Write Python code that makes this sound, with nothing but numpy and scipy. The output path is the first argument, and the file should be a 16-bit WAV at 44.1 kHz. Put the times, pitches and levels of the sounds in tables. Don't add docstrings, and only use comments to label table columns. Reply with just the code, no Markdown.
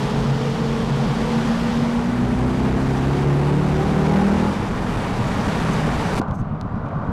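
import sys
import numpy as np
from scipy import signal
from scipy.io import wavfile
from scipy.ndimage import uniform_filter1d

SR = 44100
rng = np.random.default_rng(int(sys.argv[2]) if len(sys.argv) > 2 else 0)


def dump(signal):
    limited = np.clip(np.atleast_2d(signal).T, -1, 1)
    pcm = np.round(limited * 32767).astype(np.int16)
    wavfile.write(sys.argv[1], SR, pcm)


def field_ratio(decibels):
    return 10 ** (np.asarray(decibels, dtype=float) / 20)


N = 313985
SHUT_S, SEAL_S = 6.2, 0.00399

# start_s, cycle_hz
ENGINE_SPEED = [(0.0, 28.71), (1.25, 28.29), (1.5, 28.85), (1.9, 29.26), (2.14, 30.15), (2.7, 32.57),
                (3.0, 33.73), (3.84, 37.74), (4.13, 39.05), (4.56, 40.9), (4.9, 40.09), (5.5, 39.7),
                (6.3, 38.6), (7.12, 38.7)]
# start_s, level_db
FIRING_LEVEL = [(0, -36), (.6, -34.5), (1.15, -29), (2.0, -29.5), (2.6, -27.5), (3.7, -32), (4.0, -35.5),
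                (6.2, -47), (6.4, -61), (7.12, -56)]
# multiple, pulling_db, cruising_db, coasting_db
LOUD_ORDERS = [
    (4, -24.5, -42.5, -32),
    (5, -31, -40, -44.5),
    (6, -36.5, -32.5, -43.5),
]
# multiple, full_load_db
LOAD_ORDERS = [(2, -33), (3, -37), (7, -38), (9, -46.5), (10, -40.5), (11, -42), (12, -47.5), (13, -43),
               (14, -42), (20, -45), (21, -45), (22, -59), (24, -48.5)]
# pitch_hz, width_hz, lift_db
BOOM_RINGS = [
    (142.7, 9.6, 6),
    (164.7, 7.4, -8.5),
    (196.7, 6.5, 12.5),
    (235.8, 11, 7.5),
]
# pitch_hz, width_hz, lift_db
PANEL_RINGS = [(61.2, 7.7, 4), (219, 23, 12), (352, 17, 8), (388, 16.5, 9), (810, 78, 6.5)]
PULL_S, PULL_RISE_S, LIFT_S, LIFT_FALL_S = 1.97, 0.28, 4.45, 0.21
CRUISE_LOAD_DB, COAST_LOAD_DB, PULL_SWELL_DB_PER_S, GLASS_LOSS_DB = -14.5, -21.5, 2.5, 5
WALL_BLUR_DB = 0.1116


def engine():
    hz, = in_time(ENGINE_SPEED)
    phase = 2 * np.pi * np.cumsum(hz * (1 + 0.0021 * drift(6.6))) / SR
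    pulled, lifted = ramp(PULL_S, PULL_RISE_S), ramp(LIFT_S, LIFT_FALL_S)
    pulling = pulled * (1 - lifted)
    swell_db = pulling * PULL_SWELL_DB_PER_S * (np.arange(N) / SR - 3.4)
    common_db = swell_db - GLASS_LOSS_DB * ramp(SHUT_S, 0.18)
    firing_db, = in_time(FIRING_LEVEL)
    out = tone(8 * phase, firing_db + lift(BOOM_RINGS, 8 * hz), flutter_db=1.5)
    for k, pull_db, cruise_db, coast_db in LOUD_ORDERS:
        db = pulling * pull_db + (1 - pulled) * cruise_db + lifted * coast_db
        wander_db = (0.8 + 2.2 * (1 - pulling)) * drift(4.7)
        db = db + lift(BOOM_RINGS, k * hz) + common_db + wander_db
        out += tone(k * phase, db, flutter_db=1.5)
    load_db = (1 - pulled) * CRUISE_LOAD_DB + lifted * COAST_LOAD_DB + common_db
    for k, full_db in LOAD_ORDERS:
        blur_db = WALL_BLUR_DB * k * drift(5.7)
        db = full_db + load_db + blur_db + lift(PANEL_RINGS, k * hz)
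        out += tone(k * phase, db, flutter_db=2.0)
    return out


# start_s, end_s, pitch_hz, glide_hz_per_s, level_db, swell_db_per_s
FAR_EXHAUSTS = [
    (0, 1.1, 135, 4.5, -28.5, 3),
    (1.45, 2.0, 144, 5.5, -33.5, 6.5),
    (0, 1.12, 414, 52, -34, -1.5),
    (0, 1.97, 483, 2, -39, 0),
    (5.5, 6.0, 168.2, -42.5, -30, 3),
]


def far_exhausts():
    out = np.zeros(N)
    for start, end, hz, hz_per_s, db, db_per_s in FAR_EXHAUSTS:
        since = np.arange(N) / SR - start
        heard = ramp(start - .08, 0.027) * (1 - ramp(end, 0.095))
        pitch = np.maximum(hz + hz_per_s * since, .85 * hz) * (1 + 0.0081 * drift(26.2))
        level_db = db + db_per_s * since + 0.69 * drift(5.0)
        out += heard * tone(2 * np.pi * np.cumsum(pitch) / SR, level_db, flutter_db=3.5)
    return out


# pitch_hz, level_db, t60_s
GLASS_RINGS = [
    (240, -12, .04),
    (310, -8, .022),
    (480, -16, .012),
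]
# start_s, level_db
KNOCKS = [
    (6.283, -12),
    (6.3035, -13),
    (6.3192, -14),
]
LANDING_S, REBOUND_S = 6.1987, .0017
DOOR_HZ, DOOR_T60_S = 170, .04


def window_thud():
    landing, bumps = np.zeros((2, N))
    landing[round(LANDING_S * SR)] = -.55
    landing[round((LANDING_S + REBOUND_S) * SR)] = .45
    for s, db in KNOCKS:
        bumps[round(s * SR)] = -field_ratio(db)
    landing = signal.lfilter([.15], [1, -.85], landing)
    bumps = signal.lfilter([.15], [1, -.85], bumps)
    bumps = signal.lfilter([.06], [1, -.94], bumps)
    glass = sum(field_ratio(db) * ring(landing, hz, t60) for hz, db, t60 in GLASS_RINGS)
    return ring(bumps, DOOR_HZ, DOOR_T60_S) + glass


BUFFET_HZ, BUFFET_T60_S = 116.7, 0.066
BUFFET_FROM_S, BUFFET_RISE_S, BUFFET_DB = 4.45, 0.13, -28.5


def buffet():
    air = ring(rng.standard_normal(N), BUFFET_HZ, BUFFET_T60_S)
    heard = ramp(BUFFET_FROM_S, BUFFET_RISE_S) * (1 - ramp(SHUT_S, .04))
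    return heard * field_ratio(BUFFET_DB + 2.8 * drift(20.0)) * rms_one(air)


# start_s, peak_db, pitch_hz
TICKS = [(6.208, -43, 2979), (6.215, -28.5, 4420), (6.2813, -38, 3160), (6.2854, -40, 3330),
         (6.3054, -47, 3000), (6.3104, -30, 3390), (6.319, -40, 3070), (6.4154, -39, 3000),
         (6.4175, -47, 3320), (6.6114, -24, 4304), (6.7561, -41, 3040), (6.8613, -40, 3288),
         (6.8867, -39, 3077), (7.0509, -48, 5680)]


def ticks():
    out, click = np.zeros(N), np.eye(1, 400)[0]
    snap = signal.sosfilt(signal.butter(3, [1500, 6500], "band", fs=SR, output="sos"), click)
    for s, db, hz in TICKS:
        tick = snap + 0.53 * ring(click, hz, .002) + .012 * ring(click, 9600, .012)
        at = round((s + 0.0011) * SR)
        out[at:at + 400] += field_ratio(db) * tick / np.abs(tick).max()
    return out


# middle_s, spread_s, level_db
RUBS = [
    (6.352, 0.01, -55.5),
    (6.398, 0.012, -57.5),
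    (5.735, 0.0054, -41.5),
]
# pitch_hz, width_hz, level_db
RUB_RINGS = [(6395, 1000, 1), (7700, 1200, -5), (9500, 2500, -12)]


def seal_rubs():
    t, white = np.arange(N) / SR, rng.standard_normal(N)
    squeak = sum(field_ratio(db) * rms_one(ring(white, hz, 4.4 / width)) for hz, width, db in RUB_RINGS)
    swells = sum(field_ratio(db) * np.exp(-((t - s) / (1.5 * spread)) ** 2) for s, spread, db in RUBS)
    return rms_one(squeak) * swells


# low_hz, high_hz
SWISH_BAND = [2400, 5530]
SWISH_DB, SWISH_UNTIL_S, SWISH_FADE_DB_PER_S = -43.5, 1.8, 40
TREAD_HZ, TREAD_T60_S, TREAD_DB = 3240, 0.0031, -4


def swish():
    gone_s = np.clip(np.arange(N) / SR - SWISH_UNTIL_S, 0, .45)
    level_db = SWISH_DB - SWISH_FADE_DB_PER_S * gone_s + 0.56 * drift(8.3)
    white = rng.standard_normal(N)
    noise = rms_one(signal.sosfilt(signal.butter(2, SWISH_BAND, "band", fs=SR, output="sos"), white))
    tread = ring(white[::-1], TREAD_HZ, TREAD_T60_S)
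    tread = rms_one(ring(tread, TREAD_HZ, TREAD_T60_S))
    return field_ratio(level_db) * (noise + field_ratio(TREAD_DB) * tread)


SQUEEZE_S, SQUEEZE_DB = 0.028, 5


def road(bands, colour, curve, mix, boom_lumps_db, gust_db):
    roar_over_hiss_db, roar_follow, boom_base_db, boom_follow = mix
    hiss_db, = in_time(curve)
    swing_db = hiss_db - np.median(np.array(curve)[:, 1])
    roar_db = hiss_db + roar_over_hiss_db - (1 - roar_follow) * swing_db
    boom_db = boom_base_db + boom_follow * swing_db
    tilt_db = SQUEEZE_DB * np.exp(-np.abs(np.arange(N) / SR - SHUT_S) / SQUEEZE_S)
    gust, lumps = drift(1.7) + 1.17 * drift(40), drift(18.7)
    groups = np.zeros((3, N))
    for hz, band in bands:
        group = int(hz > 380) + int(hz > 1600)
        hiss_sway_db = gust_db * gust + tilt_db * np.log2(hz / 2500)
        sway_db = [boom_lumps_db * lumps, .5 * gust_db * gust, hiss_sway_db]
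        groups[group] += band * field_ratio(at_hz(colour, hz) + sway_db[group])
    return [field_ratio(db) * rms_one(g) for db, g in zip((boom_db, roar_db, hiss_db), groups)]


# start_s, level_db
AJAR_HISS = [(0, -36.5), (.5, -39), (1.3, -36.5), (1.75, -37.5), (2.2, -39.5), (3.0, -37), (3.5, -37.5),
             (4.0, -35.5), (4.4, -35.5), (4.65, -37), (5.1, -35), (5.8, -33.5), (6.0, -33), (6.19, -32.5)]
# pitch_hz, density_db_per_hz
AJAR_COLOUR = [(15, -41), (25, -11.5), (53, -2), (91, -17), (148, 0.5), (221, -3.5), (253, -4.5),
               (322, -15.5), (469, -11), (567, -17), (871, -14.5), (5430, -40), (10100, -49),
               (15500, -63.5)]
# roar_over_hiss_db, roar_follow_share, boom_db, boom_follow_share
AJAR_MIX = (8, 0.83, -25, 0.27)


def road_through_gap(bands):
    return sum(road(bands, AJAR_COLOUR, AJAR_HISS, AJAR_MIX, boom_lumps_db=2.0, gust_db=.5))


# start_s, level_db
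SHUT_HISS = [(6.2, -43.5), (6.25, -52), (6.32, -52.5), (6.36, -55.5), (6.5, -54), (6.9, -51), (7.12, -49)]
# pitch_hz, density_db_per_hz
SHUT_COLOUR = [(15, -39), (25, -4), (55, -12.5), (110, -1), (173, -5.5), (274, -12.5), (340, -22.5),
               (582, -22.5), (684, -20.5), (871, -23), (1240, -21), (1560, -36.5), (2630, -48), (3300, -52),
               (8130, -71.5), (15500, -86)]
# hum_over_hiss_db, hum_follow_share, boom_db, boom_follow_share
SHUT_MIX = (18.5, 1.2, -30, 0.26)
THROB_FIRST_S, THROB_EVERY_S, THROB_S, THROB_DB, THROB_SPREAD_DB = 6.298, 0.114, 0.034, 8, 1.5
SEATED_S, UNSEATED_DB = 6.33, 3.5


def road_through_glass(bands):
    boom, hum, hiss = road(bands, SHUT_COLOUR, SHUT_HISS, SHUT_MIX, boom_lumps_db=1.0, gust_db=0.6)
    throbs_db = np.zeros(N)
    for k in range(8):
        since = np.arange(N) / SR - THROB_FIRST_S - k * THROB_EVERY_S
        top_db = THROB_DB + THROB_SPREAD_DB * rng.standard_normal()
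        throbs_db += top_db * np.exp(-(since / THROB_S) ** 2)
    leak_db = UNSEATED_DB * (1 - ramp(SEATED_S, 0.018))
    return boom * field_ratio(throbs_db) + hum * field_ratio(leak_db) + hiss


def noise_bands():
    edges = 23.75 * 2 ** np.arange(0, 9.5, 1 / 3)
    slope = signal.butter(3, 7500, fs=SR, output="sos")
    white = signal.sosfilt(slope, rng.standard_normal((2, N)))
    bands = []
    for k, (low, high) in enumerate(zip(edges, edges[1:])):
        band = signal.sosfilt(signal.butter(3, [low, high], "band", fs=SR, output="sos"), white[k % 2])
        flicker = field_ratio(0.71 * drift(8.4))
        bands.append((np.sqrt(low * high), np.sqrt(high - low) * rms_one(band) * flicker))
    return bands


def self_noise():
    return field_ratio(-76) * uniform_filter1d(rng.standard_normal(N), size=3)


def rms_one(x):
    return x / np.sqrt(np.mean(x ** 2) + 1e-20)


def in_time(rows):
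    s, *columns = np.transpose(rows)
    return [np.interp(np.arange(N) / SR, s, c) for c in columns]


def at_hz(points, hz):
    pitch_hz, db = np.transpose(points)
    return np.interp(np.log(hz), np.log(pitch_hz), db)


def ramp(start, length):
    return np.clip((np.arange(N) / SR - start) / length, 0, 1)


def drift(rate):
    r = np.exp(-80 * np.pi * rate / SR)
    slow = signal.lfilter([1], [1, -2 * r, r * r], rng.standard_normal(N // 40 + 2002))[2000:]
    return np.interp(np.arange(N) / 40, np.arange(len(slow)), rms_one(slow))


def ring(clicks, hz, t60):
    r, w = field_ratio(-60 / (t60 * SR)), 2 * np.pi * hz / SR
    return signal.lfilter([0, np.sin(w)], [1, -2 * r * np.cos(w), r * r], clicks + 1e-18)


def tone(phase, db, flutter_db):
    level = np.sqrt(2) * field_ratio(db + flutter_db * drift(13.2))
    return level * np.sin(phase + rng.uniform(0, 2 * np.pi))


def lift(rings, hz):
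    return sum(top_db / (1 + ((hz - mid) / width) ** 2) for mid, width, top_db in rings)


def scene():
    t, bands = np.arange(N) / SR, noise_bands()
    ajar = np.clip((SHUT_S - t) / SEAL_S + .5, 0, 1)
    outside = ajar * (swish() + road_through_gap(bands))
    inside = (1 - ajar) * road_through_glass(bands)
    damped = np.clip(np.abs(t - SHUT_S - .002) / .012, .25, 1)
    drive = damped * (engine() + far_exhausts() + buffet() + outside + inside)
    fade = np.clip((N / SR - t) / .0005, 0, 1)
    return (fade * (drive + window_thud() + ticks() + seal_rubs() + self_noise()))[None]


def roll_off(x):
    return signal.sosfilt(signal.butter(12, 15740, fs=SR, output="sos"), x)


LOW_CUT_HZ, CAPSULE_HZ, OVERLOAD = 195, 22, .36


def record(dry):
    cut, leak = np.exp(-2 * np.pi * np.array([LOW_CUT_HZ, CAPSULE_HZ]) / SR)
    capsule = signal.lfilter([1, -cut], [1, -leak], dry)
    after_shut = np.arange(N) / SR > SHUT_S - .003
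    top = OVERLOAD * (1 + 1.6 * after_shut)
    clipped = np.clip(capsule, -top, top)
    thin = signal.lfilter([1, -leak], [1, -cut], clipped)
    thin = signal.sosfilt(signal.butter(8, 15650, fs=SR, output="sos"), thin)
    return roll_off(thin)


dry = scene()
out = record(dry)
dump(out)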